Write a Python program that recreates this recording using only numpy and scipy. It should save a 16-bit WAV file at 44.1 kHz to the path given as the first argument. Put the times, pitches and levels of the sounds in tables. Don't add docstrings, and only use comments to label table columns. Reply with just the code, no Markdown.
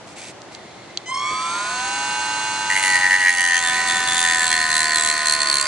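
import sys
import numpy as np
from scipy import signal
from scipy.fft import rfft, irfft, next_fast_len
from scipy.io import wavfile
from scipy.ndimage import uniform_filter1d, map_coordinates

SR = 44100
rng = np.random.default_rng(int(sys.argv[2]) if len(sys.argv) > 2 else 0)


def master(y):
    cut = np.clip(np.atleast_2d(y).T, -1, 1)
    pcm = np.round(cut * 32767)
    wavfile.write(sys.argv[1], SR, pcm.astype(np.int16))


N = 250047
TIME = np.arange(N) / SR
BINS_HZ = np.maximum(np.fft.rfftfreq(2 * next_fast_len(N // 2 + 4000), 1 / SR), 1)
SWITCH_ON_S, TOUCH_S = 1.056, 2.695
BITE_TURN = .944


def from_db(db):
    return 10 ** (np.asarray(db) / 20)


def rms_one(x):
    return x / np.sqrt(np.mean(np.abs(x) ** 2) + 1e-20)


def in_time(rows):
    s, *columns = np.transpose(rows)
    return [np.interp(TIME, s, c) for c in columns]


def at_bins(points):
    hz, value = np.transpose(points)
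    return np.interp(np.log(BINS_HZ), np.log(hz), value)


def filtered(x, response):
    size = 2 * (len(BINS_HZ) - 1)
    return irfft(rfft(x, size) * response, size)[..., :N]


def coloured(x, spectrum):
    skirt = np.minimum(BINS_HZ / spectrum[0][0], 1) ** 2
    return rms_one(filtered(x, from_db(at_bins(spectrum)) * skirt))


def drift(knots_per_s):
    knots = rng.standard_normal(4000)
    return rms_one(np.interp(TIME * knots_per_s, np.arange(len(knots)), knots))


def resonate(x, hz, width_hz):
    carrier = np.exp(2j * np.pi * np.cumsum(hz * np.ones(N)) / SR)
    r = np.exp(-np.pi * width_hz / SR)
    baseband = signal.lfilter([1 - r], [1, -r], x / carrier + 1e-18)
    return 2 * np.real(baseband * carrier)


def ring(taps, hz, t60):
    r, w = from_db(-60 / (t60 * SR)), 2 * np.pi * hz / SR
    return signal.lfilter([0, np.sin(w)], [1, -2 * r * np.cos(w), r * r], taps + 1e-18)


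def puff(age, length):
    return np.exp(-.5 * (age / length) ** 2)


def swells(starts, lengths, heights, attack_s, release_s):
    envelopes = []
    for start, length, height in zip(starts, lengths, heights):
        rise = (TIME - start) / attack_s
        fall = 1 + (start + length - TIME) / release_s
        envelopes.append(height * np.clip(np.minimum(rise, fall), 0, 1))
    return np.max(envelopes, axis=0)


def ports(x):
    # f/Hz, left - right level/dB
    balance = [(400, 0.5), (900, -4), (1250, -2.5), (1550, -2), (1950, 0.5), (2400, -1.5), (3000, -1),
               (3600, 5.5), (3950, -4.5), (4700, -1.5), (6250, 3.5), (6750, -1), (7300, -2), (8200, -1),
               (9400, -2)]
    # f/Hz, lead of the left/rad
    phase_lead = [(400, 0.5), (1500, 0.39), (2100, -1), (3000, -1), (4000, -1.24), (4800, 1.5), (5200, -2),
                  (6000, 1.3), (7000, -2.5), (7400, 1.4), (8400, -1.36), (9400, -1.97)]
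    side = np.array([[1], [-1]])
    gain = from_db(side * at_bins(balance) / 2)
    gain = gain / np.sqrt(np.mean(gain ** 2, axis=0))
    return filtered(x, gain * np.exp(.5j * side * at_bins(phase_lead)))


def room_noise(level_db=-42):
    # f/Hz, relative level per Hz/dB
    room_colour = [(25, -30), (50, -13), (80, -10.5), (120, 2), (155, -2.5), (205, 2.5), (260, -2.5),
                   (345, 4.5), (430, -2), (720, 1.5), (1100, -5), (2000, -9.5), (4000, -16.5), (7000, -21),
                   (10400, -31)]
    # f/Hz, side - mid level/dB
    room_width = [(30, 3), (70, -6), (150, -12), (500, -9), (1500, -6.5), (6000, 2)]
    mid, side = coloured(rng.standard_normal((2, N)), room_colour)
    side = filtered(side, from_db(at_bins(room_width)))
    return from_db(level_db) * (mid + side * [[1], [-1]])


def hands(grain_db=1.5, near_s=0.47, bump_s=1.325, bump_length_s=0.012, bump_db=-35, bump_hz=330,
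          attack_s=0.016, release_s=0.018, fidget_db=-69):
    # start t/s, length/s, level/dB
    slides = [(0.06, 0.072, -49), (0.155, 0.15, -40), (0.51, 0.043, -48)]
    # f/Hz, relative level per Hz/dB
    rustle_colour = [(880, -34), (1500, -12), (2340, 0), (3080, -9), (3360, -5.5), (4290, -7), (7370, -7.5),
                     (10300, -10.5), (13400, -48), (22000, -120)]
    # f/Hz, width/Hz, rms level/dB
    hollow_modes = [(2100, 96, -52), (3450, 240, -58), (4080, 440, -55), (6740, 190, -68)]
    starts, lengths, slide_db = np.transpose(slides)
    sliding = swells(starts, lengths, from_db(slide_db), attack_s, release_s)
    sliding = sliding + from_db(fidget_db) * (TIME < SWITCH_ON_S)
    grains = rng.standard_normal(N) * from_db(grain_db * drift(600))
    rustle = sliding * coloured(grains, rustle_colour)
    hollow = sum(from_db(db) * rms_one(resonate(rng.standard_normal(N), hz, width))
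                 for hz, width, db in hollow_modes)
    nearness = np.clip((TIME - near_s) / 0.055, 0, 1)
    bump = rms_one(resonate(rng.standard_normal(N), bump_hz, 250)) * puff(TIME - bump_s, bump_length_s)
    return rustle + hollow * nearness + from_db(bump_db) * bump


def clicks(low_hz=2900, high_hz=7600, body_hz=1500, body_db=-15):
    # t/s, level/dB, brightness/(dB per octave about 4500 Hz)
    taps_table = [(0.4188, -26, 40), (0.5496, -3.5, 21), (0.5496, -15, 18), (0.905, -35, 26), (.9739, 0, 5)]
    # f/Hz, relative level/dB, decay time t60/s
    modes = [(3330, -13, 0.011), (4130, -11.5, 0.01), (4460, -15, 0.0093), (5830, -7.5, 0.00086),
             (7400, -38, .002)]
    s, level_db, brightness_db = np.transpose(taps_table)
    ringing = np.zeros(N)
    for hz, mode_db, t60 in modes:
        taps = np.zeros(N)
        tilt_db = brightness_db * np.log2(hz / 4500)
        taps[np.round(s * SR).astype(int)] = from_db(level_db + mode_db + tilt_db)
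        ringing += ring(taps, hz, t60)
    band = signal.butter(4, [low_hz, high_hz], "band", fs=SR, output="sos")
    return signal.sosfilt(band, ringing) + from_db(body_db) * resonate(ringing, body_hz, 1500)


def rotor_speed(break_free_s=1.084, full_turns_per_s=199, inertia_s=1.27,
                governor_s=1.7, set_turns_per_s=96.15, settle_s=.2):
    # t/s, loss/(turns per s)
    drag = [(2.7, 0.0), (2.8, 0.69), (3.0, 4.96), (3.15, 3.58), (3.4, 7.85), (3.7, 12.2), (3.85, 11.31),
            (4.15, 10.93), (4.3, 12.61), (4.45, 13.26), (4.62, 16.59), (5.05, 18.79), (5.35, 21.02),
            (5.67, 27.37)]
    driven_s = np.clip(TIME, break_free_s, governor_s) - break_free_s
    run_up = full_turns_per_s * (1 - np.exp(-driven_s / inertia_s))
    settled = 1 - np.exp(-np.maximum(TIME - governor_s, 0) / settle_s)
    return run_up + settled * (set_turns_per_s - run_up) - in_time(drag)[0]


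def whine(speed, turns, flicker_db=0.78, start_flicker_db=1.8, shake_turns=0.00072, swell_s=0.043,
          first_share=0.49, slow_speed=35, fast_speed=90, growth=5, housing_hz=1000, housing_width_hz=150,
          housing_db=36, thin_s=1.58, thin_length_s=0.18, thin_db=3.5):
    # t/s, f/Hz
    chop_rate = [(1.056, 1003), (1.13, 1055), (1.2, 1090), (1.3, 1127), (1.5, 1190), (1.6, 1219),
                 (1.7, 1252.6)]
    # multiple of chop rate, multiple of turn rate,
    # level/dB starting, level/dB running free, level/dB loaded
    lines = [(0, 1, -49, -55, -46), (0, 3, -65, -49, -47.5), (0, 9, -35, -29.5, -27),
             (0, 10, -49, -48.5, -60), (0, 11, -49, -44.5, -49), (0, 12, -32, -44, -60),
             (0, 15, -24, -39.5, -54), (0, 16, -41, -54, -31), (1, -3, -26, -31, -28.5),
             (1, -2, -40, -55.5, -43.5), (1, 0, -34, -38.5, -39), (1, 3, -28, -29, -31),
             (1, 6, -67, -42, -38.5), (2, -6, -61, -51, -41.5), (2, -3, -38, -40, -41),
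             (2, 0, -31, -39.5, -40.5), (2, 3, -52, -33, -43), (2, 9, -46, -55.5, -49),
             (3, -9, -47, -44, -46), (3, -3, -37, -40.5, -39.5), (3, 0, -34.5, -50, -53),
             (3, 3, -41, -32.5, -35), (4, -3, -57, -59, -50), (4, 0, -44, -43, -45),
             (4, 3, -49.5, -47, -45.5), (5, -6, -46, -60, -54), (5, -3, -64, -42, -45),
             (5, 0, -46, -45.5, -51), (5, 3, -41, -43.5, -59), (5, 6, -56, -38, -50),
             (6, -3, -54, -64, -53), (6, 0, -45, -54, -56), (6, 3, -41.5, -57, -57),
             (7, -3, -47, -52.5, -47), (7, 0, -48, -46, -64), (7, 3, -46, -50, -59), (8, 0, -47, -74, -69)]
    # f/Hz, gain/dB
    housing = [(2000, 0), (2150, 1.5), (2900, 0), (3200, 0.5), (3550, -2), (4250, -2.5), (4700, 8),
               (5050, -4.5), (5420, 6.5), (5720, -5), (6100, 0), (6700, -1.5), (7700, -5), (8400, 5),
               (8900, -3)]
    chops = np.cumsum(in_time(chop_rate)[0]) / SR
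    run_share = np.clip((speed - slow_speed) / (fast_speed - slow_speed), 0, 1)
    running = np.where(TIME > TOUCH_S, 1, run_share)
    load = (TIME > TOUCH_S) * (speed.max() - speed) / 22
    angle = turns + shake_turns * drift(60)
    age = np.maximum(TIME - SWITCH_ON_S, 0)
    mechanical = (speed / speed.max()) ** growth
    fundamental = np.minimum(age / swell_s, 1) ** 4
    overtones = np.minimum(age / 0.0044, 1) * np.minimum(first_share + age / 0.094, 1)
    onset = [mechanical, fundamental, overtones]
    out = np.zeros(N)
    for per_chop, per_turn, start_db, free_db, loaded_db in lines:
        m, k = round(per_chop), round(per_turn)
        flutter_db = flicker_db + start_flicker_db * (1 - running) * (m > 1)
        level_db = start_db + running * (free_db - start_db) + load * (loaded_db - free_db)
        level_db = level_db + flutter_db * drift(40)
        if m > 1:
            level_db = level_db - thin_db * puff(TIME - thin_s, thin_length_s)
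        if m == 0:
            detuning = (k * speed - housing_hz) / housing_width_hz
            level_db = level_db + housing_db * (1 - running) / (1 + detuning ** 2)
        cycles = m * chops + k * angle
        out += from_db(level_db) * onset[min(m, 2)] * np.cos(2 * np.pi * (cycles + rng.random()))
    return filtered(out, from_db(at_bins(housing)))


def brushes(speed, turns, hiss_db=-32.0, buzz_db=-39, diffuse_db=-41, growth=0.75, throb=0.15):
    # f/Hz, relative level per Hz/dB
    brush_colour = [(200, -55), (600, -4), (1100, 2.5), (1900, 3.5), (2600, -4), (3300, 1.5), (3700, -3.5),
                    (4400, 6), (5200, -6), (6300, 2.5), (7200, 0.5), (8450, 0), (8850, -1), (9500, 0.5),
                    (10400, -15.5)]
    gain = (speed / speed.max()) ** growth
    track = rng.standard_normal(SR // 96)
    buzz = coloured(np.interp(turns % 1, np.linspace(0, 1, len(track)), track), brush_colour)
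    throbbing = 1 + throb * np.cos(6 * np.pi * turns)
    hiss = coloured(rng.standard_normal(N) * throbbing, brush_colour)
    diffuse = coloured(rng.standard_normal((2, N)), brush_colour)
    near = ports(from_db(hiss_db) * hiss + from_db(buzz_db) * buzz)
    return gain * (near + from_db(diffuse_db) * diffuse)


def bites(speed, turns, lead=0.332):
    bite = np.floor(turns - BITE_TURN + lead).astype(int) + 1
    return bite, 1000 * (turns - BITE_TURN - bite + 1) / np.maximum(speed, 1)


def evened(x, bite):
    count = np.maximum(np.bincount(bite), 1)
    power = np.bincount(bite, x ** 2) / count
    return x / np.sqrt(uniform_filter1d(power[bite], size=128) + 1e-12)


def abrasive(turns, renew_per_s=9, fresh=0.75):
    grains = rng.standard_normal((256, SR // 84))
    position = [TIME * renew_per_s, turns % 1 * grains.shape[1]]
    track = map_coordinates(grains, position, order=3, mode="grid-wrap")
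    return rms_one(track + fresh * rng.standard_normal(N))


def squeal(force, cycles, hz, width_hz, rough, slip_radians, turns, bite):
    slip = slip_radians * rng.standard_normal(bite.max() + 1)[bite]
    tone = np.sqrt(2) * np.cos(2 * np.pi * cycles + slip)
    scratch = rms_one(resonate(abrasive(turns), hz, width_hz))
    return resonate(force * (tone + rough * scratch), hz, width_hz)


def stem_squeal(speed, turns, width_hz=520, rough=0.28, rebound_ms=4.5, rebound_length_ms=1.1,
                slip_radians=0.18, stiffen_hz=370, stiff_ms=1.48, relax_ms=0.33,
                choke=0.72, choke_turn=0.3, choke_ms=0.65):
    # t/s, f/Hz, delay of the bite/ms, length of the bite/ms,
    # rebound level/dB and chafing level between bites/dB, both relative to the bite
    stem = [(2.72, 1890, 0.26, 1.1, -27, -24), (2.79, 2030, 0.46, 0.43, -19, -25),
            (2.86, 1950, 0.2, 0.73, -13, -22), (2.91, 1940, -0.29, 2.7, -2, -14),
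            (2.96, 1880, 0.089, 1.4, -8, -18), (3.0, 1876, 0.85, 1.3, -21, -24),
            (3.15, 1847, 0.13, 1.44, -24, -30), (3.2, 1913, -1.5, 0.81, -2, -3),
            (3.28, 1910, -1.5, 1.4, -25, -18.5), (3.35, 1890, -0.97, 1.9, -7, -1),
            (3.42, 1860, -0.41, 1.8, -3, -10), (3.57, 1826, -.6, 2.2, -15, -6),
            (3.62, 1915, -1.8, 1.1, -17, -9), (3.68, 1763, 0.98, 1.3, -11, 1),
            (3.8, 1873, 1.4, 1.9, -17, -7), (4.06, 1790, 1.6, 0.81, -16, 1),
            (4.24, 1775, 0.014, 1.2, -8, 1), (4.32, 1850, -0.4, 1.1, -17, -20),
            (4.43, 1756, -0.77, 2, -19, -10), (4.55, 1817, 0.06, 1.1, -11, -24),
            (5.3, 1842, 0.64, 0.7, -10, -11)]
    bite, age_ms = bites(speed, turns)
    hz, delay_ms, length_ms, rebound_db, chafe_db = in_time(stem)
    force = puff(age_ms - delay_ms, length_ms) + from_db(chafe_db)
    force = force + from_db(rebound_db) * puff(age_ms - rebound_ms, rebound_length_ms)
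    held = (np.minimum(delay_ms, length_ms / 2) - stiff_ms - age_ms) / relax_ms
    rise_hz = stiffen_hz * (1 + np.tanh(held / 2)) / 2
    cycles = (hz * age_ms - stiffen_hz * relax_ms * np.logaddexp(0, held)) / 1000
    return_turn = (turns - BITE_TURN + choke_turn + .5) % 1 - .5
    return_ms = 1000 * return_turn / np.maximum(speed, 1)
    free = 1 - min(choke, 1) * puff(return_ms, choke_ms)
    tone = squeal(force, cycles, hz + rise_hz, width_hz, rough, slip_radians, turns, bite)
    return evened(free * tone, bite)


def grinding(speed, turns, grit_ms=1.47, grit_delay_ms=0.16, graze=0.16, grain_db=2, rasp_db=-11.5,
             rasp_ms=1.7, apart=0.6, grit_follows=0.77, catch_ms=0.66, bite_spread_db=0.68,
             slip_radians=0.47, chafe=0.025, tremor_db=0.2, tremor_per_s=25, grit_rest_db=-28.5):
    # start t/s, length/s, rise of the low squeal level/dB,
    # rise of the upper squeals' level/dB (grit takes a share); rises below 0 have no effect
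    pushes = [(2.664, 0.053, 11.5, -3.5), (2.743, 0.026, 9.5, 0), (2.82, 0.062, 8.5, 7.5),
              (2.87, 0.075, 8, 4), (2.93, 0.028, 11, 7), (3.006, 0.067, 8.5, -2.5), (3.094, 0.055, 8.5, -2),
              (3.186, 0.066, 4, 2), (3.239, 0.05, 9, 1.5), (3.258, 0.032, 11, 5.5), (3.372, 0.12, 5, 3.5),
              (3.491, 0.075, 10, 3.5), (3.555, 0.037, 3, 6.5), (3.615, 0.075, 3.5, 3), (3.725, 0.014, 0, 3),
              (3.871, 0.04, 1, 9), (3.947, 0.024, -4.5, 2.5), (4.064, 0.235, -2, 6),
              (4.16, 0.028, -0.5, 10), (4.235, 0.21, 7.5, 3), (4.41, 0.022, 0, 1.5), (4.461, 0.034, -7, 8),
              (4.5, 0.027, 4.5, 3.5), (4.699, 0.14, 0.5, 6), (4.752, 0.02, -6, 7), (4.904, 0.056, 5.5, 3.5),
              (4.949, 0.16, 3, 8), (5.252, 0.093, -2, 10.5), (5.395, 0.025, 4, 9), (5.462, .03, 1, 6.5),
              (5.489, 0.13, -12.5, 9)]
    # t/s, length/s, drop of the upper squeals' level/dB (low squeal: half)
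    eases = [(3.024, 0.006, 6), (3.083, 0.008, 8), (3.186, 0.015, 3.5), (3.607, 0.01, 2.5),
             (3.853, 0.019, 6.5), (4.055, 0.009, 4), (4.275, 0.007, 4), (4.492, 0.0072, 9),
             (4.676, 0.012, 5), (5.245, 0.012, 5)]
    # t/s, level/dB
    stem_rest = [(2.7, -30.5), (3.1, -23), (3.2, -23), (3.4, -23), (3.57, -28), (3.8, -22), (4.18, -25.5),
                 (4.3, -27.5), (4.46, -29.5), (4.58, -21), (4.87, -25), (5.05, -30), (5.25, -25),
                 (5.55, -34), (5.67, -31)]
    # t/s, lead before the bite's centre/ms, strength relative to the bite
    first_catch = [(2.85, 2.4, 0.42), (3.25, 2.7, 0.55), (3.6, 1.8, 0.54), (4.1, 1.6, 0.43),
                   (4.5, 1.2, 1.6), (5.0, 1.2, 0.9), (5.5, 1.5, 0.58)]
    # f/Hz, relative level per Hz/dB
    grit_colour = [(600, -7.5), (1300, -3), (2300, 2.5), (2700, 1), (3700, -5), (4600, 5.5), (5400, -6),
                   (6500, 7), (7050, 5.5), (8000, 5.5), (8800, 4), (9500, 13.5), (10400, -3)]
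    # f/Hz, relative level per Hz/dB
    rasp_colour = [(1100, -10.5), (1600, -7), (2220, 5.5), (2650, -10.5), (2900, -3), (3600, -11),
                   (4500, -5), (5400, -10), (10400, -23)]
    # t/s, middle f/Hz, top f/Hz
    squeal_pitch = [(2.7, 2870, 7400), (3.1, 2870, 7000), (3.35, 2860, 6160), (3.59, 3140, 6280),
                    (3.62, 3500, 7540), (4.2, 3520, 7100), (4.47, 3480, 7620), (4.95, 3450, 7870),
                    (5.04, 3450, 7770), (5.55, 3450, 8670), (5.67, 3440, 7400)]
    # t/s, f/Hz
    scrape_pitch = [(2.7, 4250), (3.15, 4100), (3.35, 4800), (3.7, 4380), (4.42, 3980), (4.52, 4200),
                    (4.61, 4330), (4.68, 4270), (4.761, 4100), (4.82, 4120), (4.88, 4450), (4.94, 4320),
                    (5.0, 3940), (5.08, 4080), (5.14, 4270), (5.29, 4180), (5.33, 4270), (5.43, 4260),
                    (5.49, 4410), (5.53, 4250), (5.6, 4250), (5.63, 4620), (5.67, 4800)]
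    # t/s, middle level/dB, scrape level/dB, top level/dB
    squeal_rest = [(2.7, -37, -49, -29), (2.8, -31, -41, -45), (2.92, -45, -41, -42), (3.1, -45, -42, -50),
                   (3.2, -36, -45, -39.5), (3.57, -33.5, -52, -32), (3.63, -37, -39, -33),
                   (3.68, -28, -46, -36), (3.8, -40, -43, -46), (3.95, -30.5, -43, -33),
                   (4.1, -32.5, -53, -38), (4.2, -31.5, -52, -35), (4.46, -35.5, -33, -31.5),
                   (4.56, -32.5, -27.5, -35.5), (4.8, -47.5, -31.5, -37.5), (4.95, -39, -28, -37.5),
                   (5.03, -43, -41, -31), (5.12, -45, -28.5, -39.5), (5.22, -38, -30.5, -40),
                   (5.29, -49.5, -31, -40), (5.42, -46, -30, -50), (5.52, -55, -28.5, -35),
                   (5.6, -52, -32.5, -45), (5.64, -55, -33, -42), (5.67, -57, -22, -33)]
    # delay after the bite's centre/ms, length/ms, resonance width/Hz, roughness
    squeal_shapes = [(0, 1.7, 920, 1.03), (-0.08, 1.23, 650, 0.75), (0.035, 0.91, 860, 1.1)]

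    starts, lengths, bend_rise_db, edge_rise_db = np.transpose(pushes)
    eased_db = sum(drop_db * puff(TIME - s, length_s) for s, length_s, drop_db in eases)
    press_db = in_time(stem_rest)[0] - eased_db / 2 + swells(starts, lengths, bend_rise_db, 0.016, 0.04)
    edge_db = swells(starts, lengths, edge_rise_db, 0.011, 0.025) - eased_db
    edge_db = edge_db + tremor_db * drift(tremor_per_s)
    bite, age_ms = bites(speed, turns)
    ahead_ms, catch = in_time(first_catch)
    caught_ms = age_ms + ahead_ms
    touching = TIME > TOUCH_S
    out = from_db(press_db) * stem_squeal(speed, turns)

    grit_db = grit_rest_db + grit_follows * edge_db
    for level_db, length_ms, colour in [(grit_db, grit_ms, grit_colour),
                                        (press_db + rasp_db, rasp_ms, rasp_colour)]:
        bitten = (caught_ms > 0) * puff(age_ms - grit_delay_ms, length_ms)
        force = touching * (graze + catch * puff(caught_ms, catch_ms) + bitten)
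        grains = abrasive(turns) + apart * rng.standard_normal((2, N))
        grains = grains * from_db(grain_db * drift(700))
        noise = coloured(grains * force, colour) * np.sqrt(np.mean(touching))
        out = out + from_db(level_db) * noise

    middle_hz, top_hz = in_time(squeal_pitch)
    pitches = [middle_hz, in_time(scrape_pitch)[0], top_hz]
    for rest_db, hz, shape in zip(in_time(squeal_rest), pitches, squeal_shapes):
        delay_ms, length_ms, width_hz, rough = shape
        force = chafe + puff(age_ms - delay_ms, length_ms)
        cycles = hz * age_ms / 1000
        tone = squeal(force, cycles, hz, width_hz, rough, slip_radians, turns, bite)
        out = out + from_db(rest_db + edge_db) * evened(tone, bite)
    bite_gain = from_db(bite_spread_db * rng.standard_normal(bite.max() + 1))
    return out * touching * bite_gain[bite]


def bench(x):
    # delay at the left port/s, delay at the right port/s, level/dB
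    echoes = [(.0021, .0025, -21), (.0093, 0.0058, -21)]
    out = 0
    for left_s, right_s, db in echoes:
        delayed = [np.interp(TIME - delay, TIME, side) for delay, side in zip((left_s, right_s), x)]
        out = out + from_db(db) * np.array(delayed)
    return out


def reverb(x, t60):
    age = TIME[:SR // 3]
    tail = rng.standard_normal((2, len(age))) * from_db(-60 * age / t60) * (age > .003)
    return signal.fftconvolve(x, tail / np.sqrt(np.sum(tail ** 2) / 2), axes=1)[:, :N]


def scene(wet_db=-19, room_t60=0.095, click_wet_db=-27):
    # t/s, level/dB
    steady_level = [(0, 1), (1.1, 0.5), (1.5, 2.3), (2.0, 2), (2.7, 1.5), (3.0, 2.5), (3.3, -2.5),
                    (3.52, -1.5), (3.75, 3.5), (4.4, 2.5), (5.0, 2), (5.67, 2)]
    speed = rotor_speed()
    turns = np.cumsum(speed) / SR
    steady = ports(whine(speed, turns) + hands()) + brushes(speed, turns) + room_noise()
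    grind, snaps = grinding(speed, turns), clicks()
    direct = ports(grind + snaps)
    tail = reverb(from_db(wet_db) * grind + from_db(click_wet_db) * snaps, room_t60)
    return from_db(in_time(steady_level)[0]) * steady + direct + bench(direct) + tail


def record(dry, ceiling=.75, cutoff_hz=10400):
    rounded = dry / (1 + (dry / ceiling) ** 6) ** (1 / 6)
    low_pass = signal.ellip(8, .3, 70, cutoff_hz, fs=SR, output="sos")
    return signal.sosfilt(low_pass, rounded)


dry = scene()
out = record(dry)
master(out)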